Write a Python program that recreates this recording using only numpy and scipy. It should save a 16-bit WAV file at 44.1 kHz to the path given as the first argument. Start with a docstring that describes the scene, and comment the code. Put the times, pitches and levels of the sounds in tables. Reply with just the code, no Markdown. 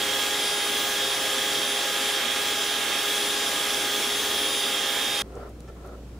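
"""First an electric hand mixer circles through thick batter in a glass bowl, close to a stereo microphone.
Tones at multiples of the shaft speed make its whine; shaped noise makes brush hiss, fan air, roar and slop.
The sound then cuts to a quiet kitchen with a humming appliance: a sine over soft noise. A ladle scrapes
the bowl (grainy noise through resonances) and taps it once (fading sines); small noise ticks fall."""
import sys
import numpy as np
from scipy import signal
from scipy.fft import rfft, irfft, next_fast_len
from scipy.io import wavfile
from scipy.ndimage import uniform_filter1d, map_coordinates

SR = 44100
rng = np.random.default_rng(int(sys.argv[2]) if len(sys.argv) > 2 else 0)


def digitize_waveform(pressure):
    """Quantize a signal to 16-bit integers and store it at the path in sys.argv[1].

    Rows of a 2-D input are taken as channels; values are limited to [-1, 1].
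    """
    field = np.atleast_2d(pressure).T
    bounded = np.clip(field, -1, 1)
    quanta = np.round(bounded * 32767).astype(np.int16)
    wavfile.write(sys.argv[1], SR, quanta)


def boost(x):
    """Linear amplitude factor 10**(x/20) for a level x in decibels (scalar or array-like)."""
    u = np.asarray(x, float) / 20
    return 10 ** u


N = 272959
TIME = np.arange(N) / SR  # s

CUT_S, TOP_HZ = 5.2205, 15740  # the mixer scene ends; nothing sounds above this
# Spectra below give only the shape of a noise; its loudness is set separately.

# Quiet kitchen air: f/Hz, level/dB per Hz
AIR_SPECTRUM = [(15, -16), (30, -2), (60, -16), (100, 0), (150, -2.5), (250, -1), (320, -4), (450, -5.5),
                (650, -14), (900, -20), (1600, -25), (3000, -28.5), (6000, -31.5), (15700, -40.5)]
# Likeness of left and right in the kitchen: f/Hz, correlation
KITCHEN_LIKENESS = [(60, 1.0), (180, 0.99), (550, 0.93), (1650, 0.28), (4970, 0.07), (15000, 0.17)]
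# Small ticks: t/s, peak level/dB, centre f/Hz, width/Hz, time to fade by 60 dB/s
TICKS = [(5.3212, -50, 3000, 3000, .01), (5.3531, -44, 7200, 2500, .012), (5.49, -52, 9000, 8000, .04),
         (5.605, -38, 5400, 8500, .006), (5.676, -51, 3770, 4800, 0.082), (5.862, -52, 12000, 8000, .02),
         (5.872, -49, 8000, 5000, .02)]
# The struck bowl's ring: f/Hz, typical level/dB, time to fade by 60 dB/s
GLASS_RING = [(1760, -51, 0.1), (2380, -58, .1), (3100, -58, .1), (3400, -60, .08), (4950, -63, .07),
              (5500, -62, .07), (6050, -61, .06)]
# Resonances of the scraped bowl: f/Hz, width/Hz, level/dB
BOWL_MODES = [(390, 79, 1.5), (570, 94, -0.5), (720, 110, -4.5)]
# Resonances of the ladle, before squaring: f/Hz, width/Hz, level/dB
LADLE_MODES = [(1020, 240, 0.5), (1347, 170, 4.5), (1820, 590, -5)]
# Ladle strokes: t of full pressure/s, rise/s, hold/s, ladle level/dB, bowl level/dB
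STROKES = [(5.233, .01, .06, -72.5, -47.5), (5.382, 0.12, 0.1, -51, -39.5), (5.688, .015, .005, -52, -44.5),
           (5.768, .02, .04, -55, -52), (5.856, .07, .095, -52, -41.5)]
KITCHEN_HUM_HZ, TAP_S = 59.4, 5.677
RISE_DB = 14.5  # a stroke gains this much over its rise time
BOWL_SAG_DB_PER_S = 52  # while the pressure holds
LADLE_FALL_DB_PER_S, BOWL_FALL_DB_PER_S = 550, 220  # after letting go
REST_LADLE_DB, REST_BOWL_DB = -68, -58  # the ladle keeps brushing faintly between strokes

# Appliance hum under the mixer: f/Hz, mean level/dB
DRONE = [(59.2, -62.5)]
# Slopping batter: f/Hz, level/dB per Hz
SLOP_SPECTRUM = [(10, -45), (28, -23), (48, -28), (95, -23.5), (113, -14.5), (200, -11), (240, -4),
                 (330, -3.5), (420, -6), (700, -16), (910, -48), (1540, -120)]
# Roar of the housing: f/Hz, level/dB per Hz
ROAR_SPECTRUM = [(80, -120), (180, -31.5), (300, -19.5), (420, -10.5), (560, -11), (700, -10), (900, -12),
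                 (1300, -10.5), (1500, -10), (2100, -8.5), (3000, -9.5), (3900, -36), (6600, -120)]
# Hiss of the brushes: f/Hz, level/dB per Hz
HISS_SPECTRUM = [(600, -120), (1500, -45), (2500, -15), (3000, -9.5), (4000, -5), (5100, -9.5),
                 (5900, -9.5), (6800, -11), (7900, -12.5), (10000, -12.5), (12000, -17), (14000, -18.5),
                 (14900, -18), (15700, -24)]
# Ring of the fan air, before squaring and shifting: f/Hz, width/Hz, level/dB
VENT_MODES = [(3276, 333, 3.5), (3795, 110, -1.5)]
# Air resonances of the housing, which lift the hiss: f/Hz, width/Hz, level/dB before the fourth power
HOUSING_MODES = [(5460, 380, 2.3), (6290, 470, 1.5), (7370, 760, 1.3)]
# Likeness of left and right by the mixer: f/Hz, correlation
MIXER_LIKENESS = [(60, .999), (120, .989), (250, .994), (400, .994), (700, .975), (1290, 0.93), (2380, 0.9),
                  (4400, 0.86), (8120, 0.63), (15000, .33)]
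# The batter's drag slows the shaft: t/s, mean speed/turns per s
SHAFT_SPEED = [(0.0, 411.34), (0.28, 411.43), (0.56, 410.66), (2.24, 410.2), (2.52, 410.82), (2.8, 410.08),
               (3.36, 409.74), (4.06, 410.39), (4.41, 410.38), (4.62, 409.01), (4.69, 409.76),
               (4.97, 408.87), (5.04, 409.75), (5.18, 409.15)]
# Whine: order/multiple of shaft speed, sideband/multiple of MAINS_HZ, mean level/dB
# (where the hand steers an order, this level only sets its left-right difference)
WHINE_ORDERS = [(1, -1, -55), (1, 0, -42), (1, 1, -43), (1, 2, -56), (2, 0, -43), (3, -1, -51), (3, 0, -46),
                (4, 0, -42), (4, 1, -48), (5, 0, -51), (6, 0, -53), (6, 1, -51), (7, -1, -50), (9, 0, -40),
                (10, 0, -54), (11, 0, -56), (12, 0, -45), (12, 1, -58), (13, 0, -55), (14, 0, -55),
                (16, 0, -53), (17, 0, -59), (18, -1, -61), (18, 0, -54), (20, 0, -55), (21, 0, -59),
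                (22, 0, -50), (23, 0, -53), (23, 1, -60), (24, -1, -54), (24, 0, -44), (24, 1, -47.5),
                (25, -1, -64), (25, 0, -55.5), (26, 1, -62), (27, 0, -63), (28, 0, -59), (29, 0, -66),
                (30, 0, -51), (31, -1, -66), (31, 0, -64), (32, 0, -54), (33, 0, -63), (34, 0, -65),
                (35, 0, -62), (36, 0, -52), (36, 1, -60), (37, 0, -64), (38, 0, -64)]
# Weak tones of the worm gear: order/multiple of shaft speed, mean level/dB
GEAR_TONES = [(.188, -61), (3.17, -54), (3.29, -54), (3.44, -54), (5.165, -54)]
# Strong orders that the hand steers: order/multiple of shaft speed
STEERED_ORDERS = (1, 2, 3, 4, 9, 12, 22, 24, 30, 32, 36)
# How each of these follows the hand: level/dB, then dB per unit of turn, of leftward, of lift
STEERED_LEVELS = [(-42, 1, 1.26, 0.65), (-42.5, -0.1, -0.1, 1.0), (-45, -2.5, 1, -0.8),
                  (-41.5, -1.2, -0.1, 1.0), (-40, 3, -2, -0.5), (-45.5, 4.5, -1, 1.5), (-50, -1, -0.5, 0.5),
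                  (-43, 3.5, 1.5, 0.5), (-53, -3, -2, -0.1), (-52, -1, 3, 2), (-51, -2, 2.5, -2.7)]
# The circling hand: t/s, turn of the vents, leftward, lift (each in units of its own mean swing)
HAND_PATH = [(0.0, -0.0, -0.8, 0), (0.21, -2, 0.5, 1), (0.42, 1, 0.3, 1), (0.63, 1, -1.6, 1.2),
             (0.77, -1.2, 1.3, -0.3), (0.98, 0.5, 0, 1.6), (1.12, 1.5, -0.9, -1.2), (1.26, -0.8, 0.1, 0.5),
             (1.47, -0.5, 1, -0.5), (1.54, 1, 0.3, 2.7), (1.61, 1, -1.0, -0.5), (1.96, -0.8, -0.5, 0.5),
             (2.1, 0.9, -0.4, 1.2), (2.24, -1, -2.7, -1.1), (2.45, -1.2, 0.5, 0.7), (2.59, 0.7, 0.1, 0),
             (2.94, -1.2, -3, 0.7), (3.08, -0.6, 1, 0.2), (3.22, 0.6, 1.2, 0.1), (3.43, 0.5, -0.6, 1),
             (3.64, -1.0, 0, -0.3), (3.78, 0.5, 0.3, 1.7), (3.92, -0.5, 1, -0.8), (4.13, 0.9, 1.5, -1.7),
             (4.34, 0.7, 1.2, -1), (4.48, 1.5, 0.5, -3), (4.55, 3, 0.2, -1), (4.76, 0.4, -0.4, -1.8),
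             (4.97, -0.1, -1.5, -0.9), (5.18, 1.4, -1.5, -0.7)]
MAINS_HZ = 120  # the motor's pull pulses at twice the mains frequency

# How the noises follow the hand: level/dB, then dB per unit of turn, of leftward, of lift
SLOP_DB, ROAR_DB = (-42.5, 0, 0.35, 0), (-32.5, -0.37, -0.3, 0.05)
VENT_DB, HISS_DB = (-31, -0.1, 0.55, -0.3), (-31.5, -0.04, 0.6, 0.4)
# Left level minus right level, same columns
VENT_PAN_DB, HISS_PAN_DB = (-3.5, 0.45, 1, 0), (-1.9, 0.3, 0.8, 0.4)
ROAR_PAN_DB = (-0.53, -0.14, 0.61, 0.15)
# The fan's ring moves with the hand: shift/Hz, then Hz per unit of turn, of leftward, of lift
VENT_SHIFT_HZ = (0, 0, 10, 0)
VENT_WANDER_HZ = 15  # rough size of its random drift
# Shifting wall echoes beat against each steered order
ECHO_SHARE, ECHO_SHARE_PER_KHZ, ECHO_RATE = 0.03, 0.036, 10  # rate in random points per s
HEADROOM_DB = 5  # turning toward the microphone lifts an order at most this much; away fades it deeper


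def unit(x):
    """Scale to rms 1."""
    return x / np.sqrt(np.mean(np.abs(x) ** 2) + 1e-20)


def along(points, hz):
    """Read a table of frequencies and values on a log frequency axis."""
    f, v = np.transpose(points)
    return np.interp(np.log(hz + 1), np.log(f + 1), v)


def curves(rows):
    """Join the points of each column after the time: one value per sample."""
    s, *columns = np.transpose(rows)
    return [np.interp(TIME, s, column) for column in columns]


def wobble(rate):
    """A smooth random curve through this many random points a second."""
    return map_coordinates(rng.standard_normal(800), [np.arange(N) * rate / SR])


def resonance(modes, f):
    """Add up the responses of damped resonators, with alternating sign."""
    total = 0
    for k, (centre, width, db) in enumerate(modes):
        peak = 1j * f * width / (centre * centre - f * f + 1j * f * width)
        total = total + (-1) ** k * boost(db) * peak
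    return total


def filtered(x, response):
    """Multiply the spectrum of x by a response of frequency."""
    m = next_fast_len(N + 8192)
    return irfft(rfft(x, m) * response(np.fft.rfftfreq(m, 1 / SR)), m)[..., :N]


def rush(gain, alike, patchy_db, gate=1):
    """Stereo noise of rms 1 with patches of random gain, multiplied by a gate."""
    z = signal.stft(rng.standard_normal((2, N)), nperseg=512)[2]
    field = uniform_filter1d(rng.standard_normal(z.shape[1:]), 6, 0)  # smooth over frequency
    field = uniform_filter1d(field, 14, 1)  # then over time
    patchy = signal.istft(z * boost(patchy_db * unit(field)), nperseg=512)[1][:, :N]

    def middle_and_side(hz):
        # this angle gives left and right the wanted correlation
        angle = np.arccos(np.clip(along(alike, hz), -1, 1)) / 2
        return gain(hz) * [np.cos(angle), np.sin(angle)]

    mid, side = filtered(gate * patchy, middle_and_side)
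    return unit(np.array([mid + side, mid - side]))


def kitchen_hum():
    """The appliance hums as one sine whose level wavers."""
    return np.sqrt(2) * boost(-43.5 + 0.89 * wobble(6)) * np.sin(2 * np.pi * KITCHEN_HUM_HZ * TIME)


def room_air():
    """Quiet room air is soft, mostly low noise."""
    return boost(-45) * rush(lambda hz: boost(along(AIR_SPECTRUM, hz)), KITCHEN_LIKENESS, patchy_db=1.2)


def ticks():
    """Short bursts of noise with a soft start, each in its own band."""
    total, t = np.zeros(N), np.arange(SR // 10) / SR
    for s, db, hz, width, t60 in TICKS:
        edges = np.clip([hz - width / 2, hz + width / 2], 100, SR / 2.5)
        band = signal.butter(2, edges, "band", fs=SR)
        burst = signal.lfilter(*band, rng.standard_normal(len(t)))
        burst *= boost(-60 * t / t60) * (1 - np.exp(-t / t60 / 0.079))
        total[round(s * SR):][:len(t)] += boost(db) * burst / np.abs(burst).max()
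    return total


def tap():
    """The tapped glass rings in fading sines under a soft contact."""
    total, t = np.zeros(N), np.arange(SR // 5) / SR
    ring = 0
    for hz, db, t60 in GLASS_RING:
        ring = ring + boost(db + rng.normal(0, 1.5) - 60 * t / t60) * np.sin(2 * np.pi * hz * t)
    total[round(TAP_S * SR):][:len(t)] = ring * (1 - np.exp(-t / 0.004))
    return total


def strokes():
    """Gains of the ladle's and the bowl's ring: each stroke presses on, holds and lets go."""
    ladle, bowl = boost(REST_LADLE_DB), boost(REST_BOWL_DB)
    for s, rise, hold, ladle_db, bowl_db in STROKES:
        before_db = RISE_DB * np.clip((s - TIME) / rise, 0, None)
        held = np.clip(TIME - s, 0, hold)
        after = np.clip(TIME - s - hold, 0, None)
        ladle_now = ladle_db - before_db - LADLE_FALL_DB_PER_S * after
        bowl_now = bowl_db - before_db - BOWL_SAG_DB_PER_S * held - BOWL_FALL_DB_PER_S * after
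        ladle = np.maximum(ladle, boost(ladle_now))
        bowl = np.maximum(bowl, boost(bowl_now))
    return ladle, bowl


def scrape():
    """The ladle drags in rough grains over the bowl, and both ring."""
    ladle_gain, bowl_gain = strokes()
    grains = boost(1.3 * wobble(90))
    ladle = rush(lambda hz: resonance(LADLE_MODES, hz) ** 2, KITCHEN_LIKENESS, patchy_db=1.2, gate=grains)
    bowl = rush(lambda hz: resonance(BOWL_MODES, hz), KITCHEN_LIKENESS, patchy_db=1.2, gate=grains)
    return ladle_gain * ladle + bowl_gain * bowl


def kitchen():
    """The quiet kitchen adds up hum, air, scraping, ticks and the tap."""
    return kitchen_hum() + room_air() + scrape() + ticks() + tap()


def follows(hand, setting):
    """A value that moves in proportion to the hand's turn, leftward and lift."""
    base, *per_unit = setting
    return base + np.dot(per_unit, hand)


def sides(hand, pan):
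    """Share a level difference out: half up on the left, half down on the right."""
    return np.array([[0.5], [-0.5]]) * follows(hand, pan)


def shifted(x, hz):
    """Move every frequency in x by hz (one value per sample)."""
    analytic = signal.hilbert(x, next_fast_len(N))[..., :N]
    return np.real(analytic * np.exp(2j * np.pi * np.cumsum(hz) / SR))


def drone():
    """An appliance hums under the mixer as a sine with a wavering level."""
    return sum(np.sqrt(2) * boost(db + 0.8 * wobble(2.8)) * np.sin(2 * np.pi * hz * TIME) for hz, db in DRONE)


def batter_slop(hand):
    """Thick batter slops as low noise that swells unevenly."""
    slosh = boost(0.68 * wobble(14) + 0.69 * wobble(5))
    slop = rush(lambda hz: boost(along(SLOP_SPECTRUM, hz)), MIXER_LIKENESS, patchy_db=0.65, gate=slosh)
    return boost(follows(hand, SLOP_DB)) * slop


def housing_roar(hand):
    """The housing roars as broad middle-range noise."""
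    roar = rush(lambda hz: boost(along(ROAR_SPECTRUM, hz)), MIXER_LIKENESS, patchy_db=0.66)
    return boost(follows(hand, ROAR_DB) + sides(hand, ROAR_PAN_DB)) * roar


def fan_air(hand):
    """Fan air rings in narrow resonances that move as the vents move."""
    air = rush(lambda hz: resonance(VENT_MODES, hz) ** 2, MIXER_LIKENESS, patchy_db=0.6)
    air = shifted(air, follows(hand, VENT_SHIFT_HZ) + VENT_WANDER_HZ * wobble(5))
    return boost(follows(hand, VENT_DB) + sides(hand, VENT_PAN_DB) + 0.31 * wobble(8)) * air


def brush_hiss(hand, turns, mains):
    """Brushes hiss as noise pulsing with the mains pull and once and twice a shaft turn."""
    spark_db = 0.39 * np.cos(2 * np.pi * mains)
    spark_db += 0.43 * np.cos(2 * np.pi * turns) + 0.65 * np.cos(4 * np.pi * turns)

    def colour(hz):
        lift = sum(np.abs(resonance([mode], hz)) ** 4 for mode in HOUSING_MODES)
        return boost(along(HISS_SPECTRUM, hz)) * np.sqrt(1 + lift)

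    hiss = rush(colour, MIXER_LIKENESS, patchy_db=1.0, gate=boost(spark_db))
    return boost(follows(hand, HISS_DB) + sides(hand, HISS_PAN_DB)) * hiss


def echoed(share):
    """Gain of a tone that meets a slowly shifting echo."""
    share = np.clip(share, 0, 1)
    echo = (wobble(ECHO_RATE) + 1j * wobble(ECHO_RATE)) / np.sqrt(2)
    return np.abs(np.sqrt(1 - share ** 2) + share * echo)


def capped(db):
    """Rises level off toward HEADROOM_DB; falls pass."""
    return np.where(db > 0, HEADROOM_DB * np.tanh(db / HEADROOM_DB), db)


def steered_gains(hand):
    """Gains of the strong orders, which swell with the hand and beat with wall echoes."""
    gains = []
    for order, (db, *per_unit) in zip(STEERED_ORDERS, STEERED_LEVELS):
        khz = order * SHAFT_SPEED[0][1] / 1000
        swell_db = db + capped(follows(hand, (0, *per_unit)))
        gains.append(np.sqrt(2) * boost(swell_db) * echoed(ECHO_SHARE + ECHO_SHARE_PER_KHZ * khz))
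    return gains


def whine(hand, turns, mains):
    """Shaft orders and mains sidebands; walls and the moving hand make each fade, faster the higher it is."""
    gains = steered_gains(hand)
    coarse = np.arange(0, N + 256, 256)  # slow curves need few points
    middle, apart = np.zeros((2, N))
    for order, side, db in WHINE_ORDERS + [(order, 0, db) for order, db in GEAR_TONES]:
        hz = order * SHAFT_SPEED[0][1]
        knots = coarse / SR * (2.478 + hz / 2200)
        a, b, c, d = (map_coordinates(k, [knots]) for k in rng.standard_normal((4, 100)))
        cycles = (order * turns + side * mains + rng.random()) % 1
        phase = (2 * np.pi * cycles).astype(np.float32)
        cos, sin = np.cos(phase), np.sin(phase)

        def played(real, imag):
            return np.interp(np.arange(N), coarse, real) * cos + np.interp(np.arange(N), coarse, imag) * sin

        reflected = np.clip(0.2 + hz / 9000, 0, 1)  # share of the power that fades at random
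        if side == 0 and order in STEERED_ORDERS:
            middle += gains[STEERED_ORDERS.index(order)] * cos
        else:
            direct = np.sqrt(2 - 2 * reflected)
            echo = np.sqrt(reflected)
            middle += played(boost(db) * (direct + echo * a), boost(db) * echo * b)
        # the microphone's two ports hear different walls
        alike = np.clip(along(MIXER_LIKENESS, hz), 0, 1)
        spread = boost(db + 2.0) * np.sqrt((1 - alike) / (1 + alike))
        apart += played(spread * c, spread * d)
    return np.array([middle + apart, middle - apart])


def mixer():
    """One shaft, one mains pulse and one circling hand drive all the mixer's sounds."""
    turns = np.cumsum(curves(SHAFT_SPEED)[0] + 0.12 * wobble(7)) / SR
    mains = MAINS_HZ * TIME
    hand = uniform_filter1d(curves(HAND_PATH), SR // 20)
    dull = drone() + batter_slop(hand) + housing_roar(hand)
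    bright = fan_air(hand) + brush_hiss(hand, turns, mains)
    return dull + bright + whine(hand, turns, mains)


def scene():
    """The mixer plays until a hard cut to the kitchen, blended over 1 ms."""
    after = np.clip((TIME - CUT_S) / 0.001, 0, 1)
    return (1 - after) * mixer() + after * kitchen()


def roll_off(x):
    """The treble ends steeply here."""
    return signal.sosfilt(signal.butter(12, 16750, fs=SR, output="sos"), x)


def record(dry):
    """The band limit removes everything from TOP_HZ up."""
    limited = filtered(dry, lambda hz: hz < TOP_HZ)
    return roll_off(limited)


dry = scene()
out = record(dry)
digitize_waveform(out)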